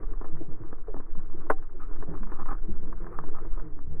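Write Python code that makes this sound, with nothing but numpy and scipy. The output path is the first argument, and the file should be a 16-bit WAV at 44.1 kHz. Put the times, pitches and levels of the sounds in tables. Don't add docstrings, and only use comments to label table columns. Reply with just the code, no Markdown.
import sys
import numpy as np
from scipy import signal
from scipy.fft import rfft, irfft
from scipy.io import wavfile
from scipy.ndimage import uniform_filter1d, map_coordinates

SR = 44100
rng = np.random.default_rng(int(sys.argv[2]) if len(sys.argv) > 2 else 0)


def store_pcm(level_fs):
    pcm = np.round(np.clip(level_fs, -1, 1) * 32767).astype(np.int16)
    wavfile.write(sys.argv[1], SR, np.atleast_2d(pcm).T)


N = 176400

# frequency in Hz, gain in dB, time to fall 60 dB in seconds.
HOUSING_MODES = [(313, -4, .09), (387, -14, .09), (449, 3.5, .052), (612, -7, .073), (677, 9, .05),
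                 (774, -4.5, .11), (968, 6, .036), (1068, 8.5, .048), (1166, 4, .046), (1255, -2, .052),
                 (1330, -14, .08), (1477, 3, .028), (1642, -12, .055), (1750, -10, .045)]
# frequency in Hz, gain in dB.
SHELL_RESPONSE = [(100, -13), (250, -4), (330, -1), (450, -3), (540, -7), (700, -6), (800, -1), (880, -4),
                  (1050, -.5), (1260, 4), (1450, -6), (1750, -5), (2050, -21), (2600, -31), (3300, -53),
                  (4200, -62)]
# pitch in Hz, relative level in dB.
TICK_BANDS = [(620, -5.5), (820, -10.5), (1050, 0.5), (1270, 0.5), (1500, -10), (1750, -13)]
# time in seconds, gain in dB.
CRACKLE_SWELL = [(0, -0.5), (0.699, 0), (1.1, -0.5), (1.4, 1), (2.1, 0), (2.749, 0.5), (3.3, 3), (3.6, 3),
                 (3.72, -1.5), (4, -11.5)]
# frequency in Hz, gain in dB.
RUB_SPECTRUM = [(150, -9), (380, -5.5), (560, -18.5), (700, -11.5), (810, 3), (900, -9.5), (1050, -3),
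                (1270, 9.5), (1450, -4), (1700, -9), (2000, -21), (2600, -30.5), (3300, -56.5), (4200, -63)]
# start and length in seconds, relative level in dB, tilt in dB per octave.
SCRAPES = [(0.236, 0.032, -49, -2.5), (1.391, 0.052, -49, 5), (1.786, 0.084, -47, 8),
           (1.852, 0.13, -54, 3.5), (2.134, 0.033, -47, 5), (2.251, 0.17, -49, 3), (2.381, 0.064, -38, -3),
           (2.464, 0.1, -35.5, 0), (3.105, 0.075, -47, 2), (3.326, 0.098, -45.5, 0.5),
           (3.513, 0.16, -56, 2.5)]
# start in seconds, relative level in dB, scatter decay in seconds,
# tilt in dB per octave.
CLICKS = [(0.031, -44.5, .01, -2.5), (0.135, -42.5, 0.0044, 4), (.213, -37.5, 0.01, -1.5),
          (.244, -38.5, 0.014, -1.5), (0.368, -48, 0.0075, 5), (0.573, -54, 0.0044, 6.5),
          (.636, -45, .004, 2.5), (.727, -32, 0.0036, -3), (.784, -47.5, .003, 1.5),
          (0.871, -49, 0.024, 0.5), (.943, -35.5, 0.0039, -4.5), (.965, -40.5, .01, -6),
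          (.998, -39.5, 0.0088, -3), (1.152, -45, 0.0056, -5), (1.192, -47.5, .005, 3),
          (1.299, -48.5, 0.0047, -2.5), (1.468, -47, 0.0031, -0.5), (1.625, -48.5, 0.013, 7.5),
          (1.913, -48, 0.0047, -3.5), (1.963, -42.5, 0.0044, 3.5), (2.025, -35.5, 0.0074, -1.5),
          (2.076, -46.5, .004, -4), (2.138, -43, .007, 1.5), (2.175, -46.5, 0.0061, 2),
          (2.2321, -36, 0.004, 7.5), (2.271, -45, .003, 4.5), (2.299, -42, 0.0034, 2),
          (2.318, -35.5, 0.013, -0.5), (2.401, -37.5, .01, 3.5), (2.458, -37.5, 0.0075, 2),
          (2.49, -37.5, 0.0048, -3), (2.527, -33, 0.005, -3), (2.927, -37.5, 0.0059, -1),
          (3.0441, -35.5, 0.0016, -2.5), (3.066, -35.5, .006, -0.5), (3.128, -45, 0.0025, 3.5),
          (3.188, -26.5, 0.0023, 0.5), (3.2375, -35.5, 0.0045, 1), (3.286, -41, .002, 2),
          (3.347, -45, 0.014, -0.5), (3.385, -39, 0.0066, 2.5), (3.448, -41, 0.0074, -0.5),
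          (3.575, -43.5, 0.0087, -2.5), (3.597, -38.5, 0.0045, -0.5), (3.79, -40, 0.0016, 2.5)]
# start in seconds, relative level in dB, tilt in dB per octave.
KNOCK_CONTACTS = [(1.4999, -5.5, 2), (1.5014, -2.5, 3.5), (1.5033, -1, -2.5), (1.5104, -9.5, 3),
                  (1.513, -15, 2.5)]
# start in seconds, pitch in Hz,
# relative level in dB, rise and decay in seconds, glide in octaves per second.
LOW_TONES = [(0.321, 138.7, -34.5, 0.017, 0.038, 1.5), (0.403, 329, -29.5, 0.0094, 0.013, -2.5),
             (0.404, 640, -50.5, 0.0092, 0.025, 2.5), (0.478, 145.6, -35, 0.0097, 0.015, 7),
             (0.599, 131, -34, 0.0092, 0.018, -11.5), (0.6, 352, -40, 0.0065, 0.0088, -3),
             (0.641, 345, -40.5, 0.01, 0.017, -4.5), (0.726, 479, -34, 0.0014, 0.0057, -2),
             (.877, 470, -32.5, 0.008, 0.019, -7.5), (0.942, 280.4, -38.5, 0.011, 0.04, -0.5),
             (1.16, 155.6, -37.5, .015, 0.019, 2.5), (1.342, 350, -38, 0.0047, 0.013, -0.5),
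             (1.347, 159, -46, .008, 0.022, 2), (1.744, 364, -41.5, 0.0026, 0.028, -2.5),
             (2.027, 330, -42, 0.0069, 0.019, -1.5), (2.082, 167.5, -31, 0.0078, 0.034, -1.5),
             (2.077, 572, -42, 0.0094, 0.0099, -8), (2.199, 214.5, -38.5, 0.011, 0.068, 0),
             (2.482, 340, -41, 0.005, 0.013, 0), (2.688, 330, -34.5, 0.006, 0.0072, 3.5),
             (2.679, 191.3, -33.5, 0.0094, 0.038, 1), (2.683, 65.5, -36.5, 0.017, 0.099, 2),
             (2.777, 205.4, -45.5, 0.014, 0.17, 0), (2.825, 323, -49, 0.0036, 0.013, -14),
             (3.186, 150.8, -39.5, 0.0029, 0.068, 0), (3.188, 413, -44, 0.0075, 0.011, 6),
             (3.759, 291.3, -45, 0.011, 0.07, -1), (3.829, 71.5, -32.5, 0.037, 0.079, -2),
             (3.861, 147.2, -39, 0.027, 0.098, 0.5)]
# frequency in Hz, relative density in dB.
WASH_SPECTRUM = [(40, -4.5), (60, 0.5), (85, 8), (120, -4), (157, 6), (190, -6), (225, -9), (252, -20),
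                 (305, 6), (380, -5.5), (440, 1.5), (520, -16), (680, -15.5), (900, -17.5), (2000, -29.5),
                 (4000, -83.5)]
RUMBLE_SPECTRUM = [(10, -31), (20, 4.5), (29, 6), (36, -11), (45, -14.5), (70, -25), (200, -80)]
SWAY_SPECTRUM = [(1, -20.5), (3.5, 0), (9.5, 1.5), (15, -16), (21, -24), (30, -43), (60, -67), (200, -100)]
# time in seconds, level in dB.
WASH_LEVELS = [(0, -42.5), (.15, -51), (.42, -45), (.68, -48.5), (.8, -55), (1.0, -55), (1.1, -48.5),
               (1.28, -47), (1.4, -43.5), (1.65, -51.5), (1.95, -48), (2.25, -46), (2.5, -49),
               (2.62, -48.5), (2.72, -47), (3.0, -45.5), (3.22, -43.5), (3.65, -50), (4, -52.5)]
RUMBLE_LEVELS = [(0, -32.5), (.11, -24.5), (.25, -38), (.45, -40.5), (.7, -45), (.97, -35.5), (1.15, -41),
                 (1.55, -41.5), (1.95, -35.5), (2.45, -37), (2.75, -32), (3.1, -41), (3.3, -46),
                 (3.58, -29.5), (3.72, -43), (4, -44)]

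EDGE_HZ, EDGE_WIDTH = 2500, 0.4


def undb(db):
    return 10 ** (np.asarray(db) / 20)


def unit(x):
    return x / np.sqrt(np.mean(x ** 2))


def clock():
    return np.arange(N) / SR


def contour_db(points):
    return np.interp(clock(), *np.array(points).T)


def colour(x, points):
    n = len(x)
    hz, db = np.array(points).T
    bins_hz = np.maximum(np.fft.rfftfreq(2 * n, 1 / SR), hz[0])
    gain = undb(np.interp(np.log(bins_hz), np.log(hz), db))
    cepstrum = irfft(np.log(gain))
    causal_fold = np.concatenate([[1], np.full(n - 1, 2), np.zeros(n)])
    return irfft(rfft(x, 2 * n) * np.exp(rfft(cepstrum * causal_fold)))[:n]


def butter(x, hz, order, kind="lowpass"):
    return signal.sosfilt(signal.butter(order, hz, kind, fs=SR, output="sos"), x + 1e-18)


def band(x, hz, width, order=3):
    return butter(x, [hz / (1 + width), hz * (1 + width)], order, "bandpass")


def add_tilted(out, start_s, x, db_per_octave, pivot_hz=1100, span_hz=(300, 2800)):
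    slope = [(hz, db_per_octave * np.log2(hz / pivot_hz)) for hz in span_hz]
    start = int(start_s * SR)
    out[start:start + len(x)] += colour(x, slope)[:N - start]


def walk(rate_hz):
    hold = int(SR / rate_hz)
    steps = np.repeat(rng.standard_normal(N)[:N // hold + 1], hold)
    return unit(uniform_filter1d(steps, hold)[:N])


def pulses(rows):
    out = np.zeros(N)
    for start_s, db, *_ in rows:
        out[int(start_s * SR)] += undb(db)
    return out


def grit(per_s, spread_db):
    hits = rng.random(N) < per_s / SR
    signs = rng.choice([-1, 1], N)
    return hits * signs * undb(spread_db * np.minimum(rng.exponential(size=N), 4))


def housing_ring(x):
    t = clock()[:SR // 4]
    modes = sum(undb(db) * np.sin(2 * np.pi * hz * t) * np.exp(-np.log(1000) * t / t60_s)
                for hz, db, t60_s in HOUSING_MODES)
    return signal.fftconvolve(x, modes)[:N]


def through_shell(x, response, ring_gain_db=-48):
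    return colour(x + undb(ring_gain_db) * housing_ring(x), response)


def reef_crackle(base_db=-64, clump_db=1.5, clump_hz=18):
    ticks = sum(undb(db) * unit(band(grit(per_s=80, spread_db=1.5), hz, width=0.21))
                for hz, db in TICK_BANDS)
    level_db = base_db + contour_db(CRACKLE_SWELL) + clump_db * walk(clump_hz)
    return undb(level_db) * unit(ticks)


def scrapes(gain_db=-3):
    out, t = np.zeros(N), clock()[:SR // 4]
    rub = unit(through_shell(grit(per_s=550, spread_db=2), RUB_SPECTRUM))
    for start_s, length_s, db, tilt in SCRAPES:
        pressure = undb(db + gain_db) * np.sin(np.pi * np.minimum(t / length_s, 1))
        add_tilted(out, start_s, pressure * rub[int(start_s * SR):][:len(t)], tilt)
    return out


def clicks(snap_gain_db=27.5, scatter_gain_db=-17.5, edge_gain_db=24, thud_gain_db=53):
    snaps, t = np.zeros(N), clock()[:SR // 8]
    for start_s, db, decay_s, tilt in CLICKS:
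        scatter = undb(scatter_gain_db) * np.exp(-t / decay_s) * rng.standard_normal(len(t))
        add_tilted(snaps, start_s, undb(db) * (signal.unit_impulse(len(t)) + scatter), tilt)
    hardness = pulses(CLICKS) ** 2
    edge = undb(edge_gain_db) * band(hardness, EDGE_HZ, EDGE_WIDTH)
    thud = undb(thud_gain_db) * band(hardness, hz=238, width=0.37, order=2)
    return undb(snap_gain_db) * through_shell(snaps, SHELL_RESPONSE) + edge + thud


def knock(ring_gain_db=-26.5, crack_gain_db=-31, edge_gain_db=-64, crack_decay_s=0.008):
    contacts = np.zeros(N)
    for start_s, db, tilt in KNOCK_CONTACTS:
        add_tilted(contacts, start_s, undb(db) * signal.unit_impulse(SR // 8), tilt)
    pole = np.exp(-1 / (crack_decay_s * SR))
    envelope = signal.lfilter([1], [1, -pole], pulses(KNOCK_CONTACTS) + 1e-18)
    crack = envelope * unit(colour(rng.standard_normal(N), SHELL_RESPONSE))
    edge = envelope * unit(band(rng.standard_normal(N), EDGE_HZ, EDGE_WIDTH))
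    push = butter(contacts, hz=(360, 1740), order=3, kind="bandpass")
    ring = housing_ring(butter(push, hz=2650, order=4))
    return undb(ring_gain_db) * ring + undb(crack_gain_db) * crack + undb(edge_gain_db) * edge


def low_tones(gain_db=-0.5, noise_gain_db=-9.5):
    out, t = np.zeros(2 * N), clock()[:SR // 2]
    for start_s, hz, db, rise_s, decay_s, octaves_per_s in LOW_TONES:
        attack = np.sin(np.pi / 2 * np.minimum(t / rise_s, 1)) ** 2
        envelope = attack * np.exp(-np.maximum(t - rise_s, 0) / decay_s)
        tone = np.sin(2 * np.pi * np.cumsum(hz * 2 ** (octaves_per_s * t)) / SR)
        noise = undb(noise_gain_db) * unit(band(rng.standard_normal(len(t)), hz, width=0.41))
        start = int(start_s * SR)
        out[start:start + len(t)] += undb(db + gain_db) * envelope * (tone + noise)
    return out[:N]


def eddy(drift_share=0.05, drift_hz=7, flutter_db=4, flutter_hz=22.06):
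    position = np.cumsum(np.exp(drift_share * walk(drift_hz)))
    steady = colour(rng.standard_normal(N), WASH_SPECTRUM)
    drifting = map_coordinates(steady, [position], mode="mirror")
    return drifting * undb(flutter_db * walk(flutter_hz))


def water(sway_db=-20.5):
    wash = undb(contour_db(WASH_LEVELS)) * unit(eddy() + eddy())
    rumble = undb(contour_db(RUMBLE_LEVELS)) * unit(colour(rng.standard_normal(N), RUMBLE_SPECTRUM))
    sway = undb(sway_db) * unit(colour(rng.standard_normal(N), SWAY_SPECTRUM))
    return wash + rumble + sway


def scene():
    return (water() + low_tones() + scrapes() + reef_crackle() + clicks() + knock())[None]


def record(dry):
    step_samples, top_hz = 4, 13600
    index = np.arange(N)
    dull = butter(dry[0], hz=3600, order=8)
    coarse = np.interp(index, index[::step_samples], dull[::step_samples])
    top_cut = signal.ellip(8, 0.2, 70, top_hz, fs=SR, output="sos")
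    return signal.sosfilt(top_cut, coarse)[None]


dry = scene()
out = record(dry)
store_pcm(out)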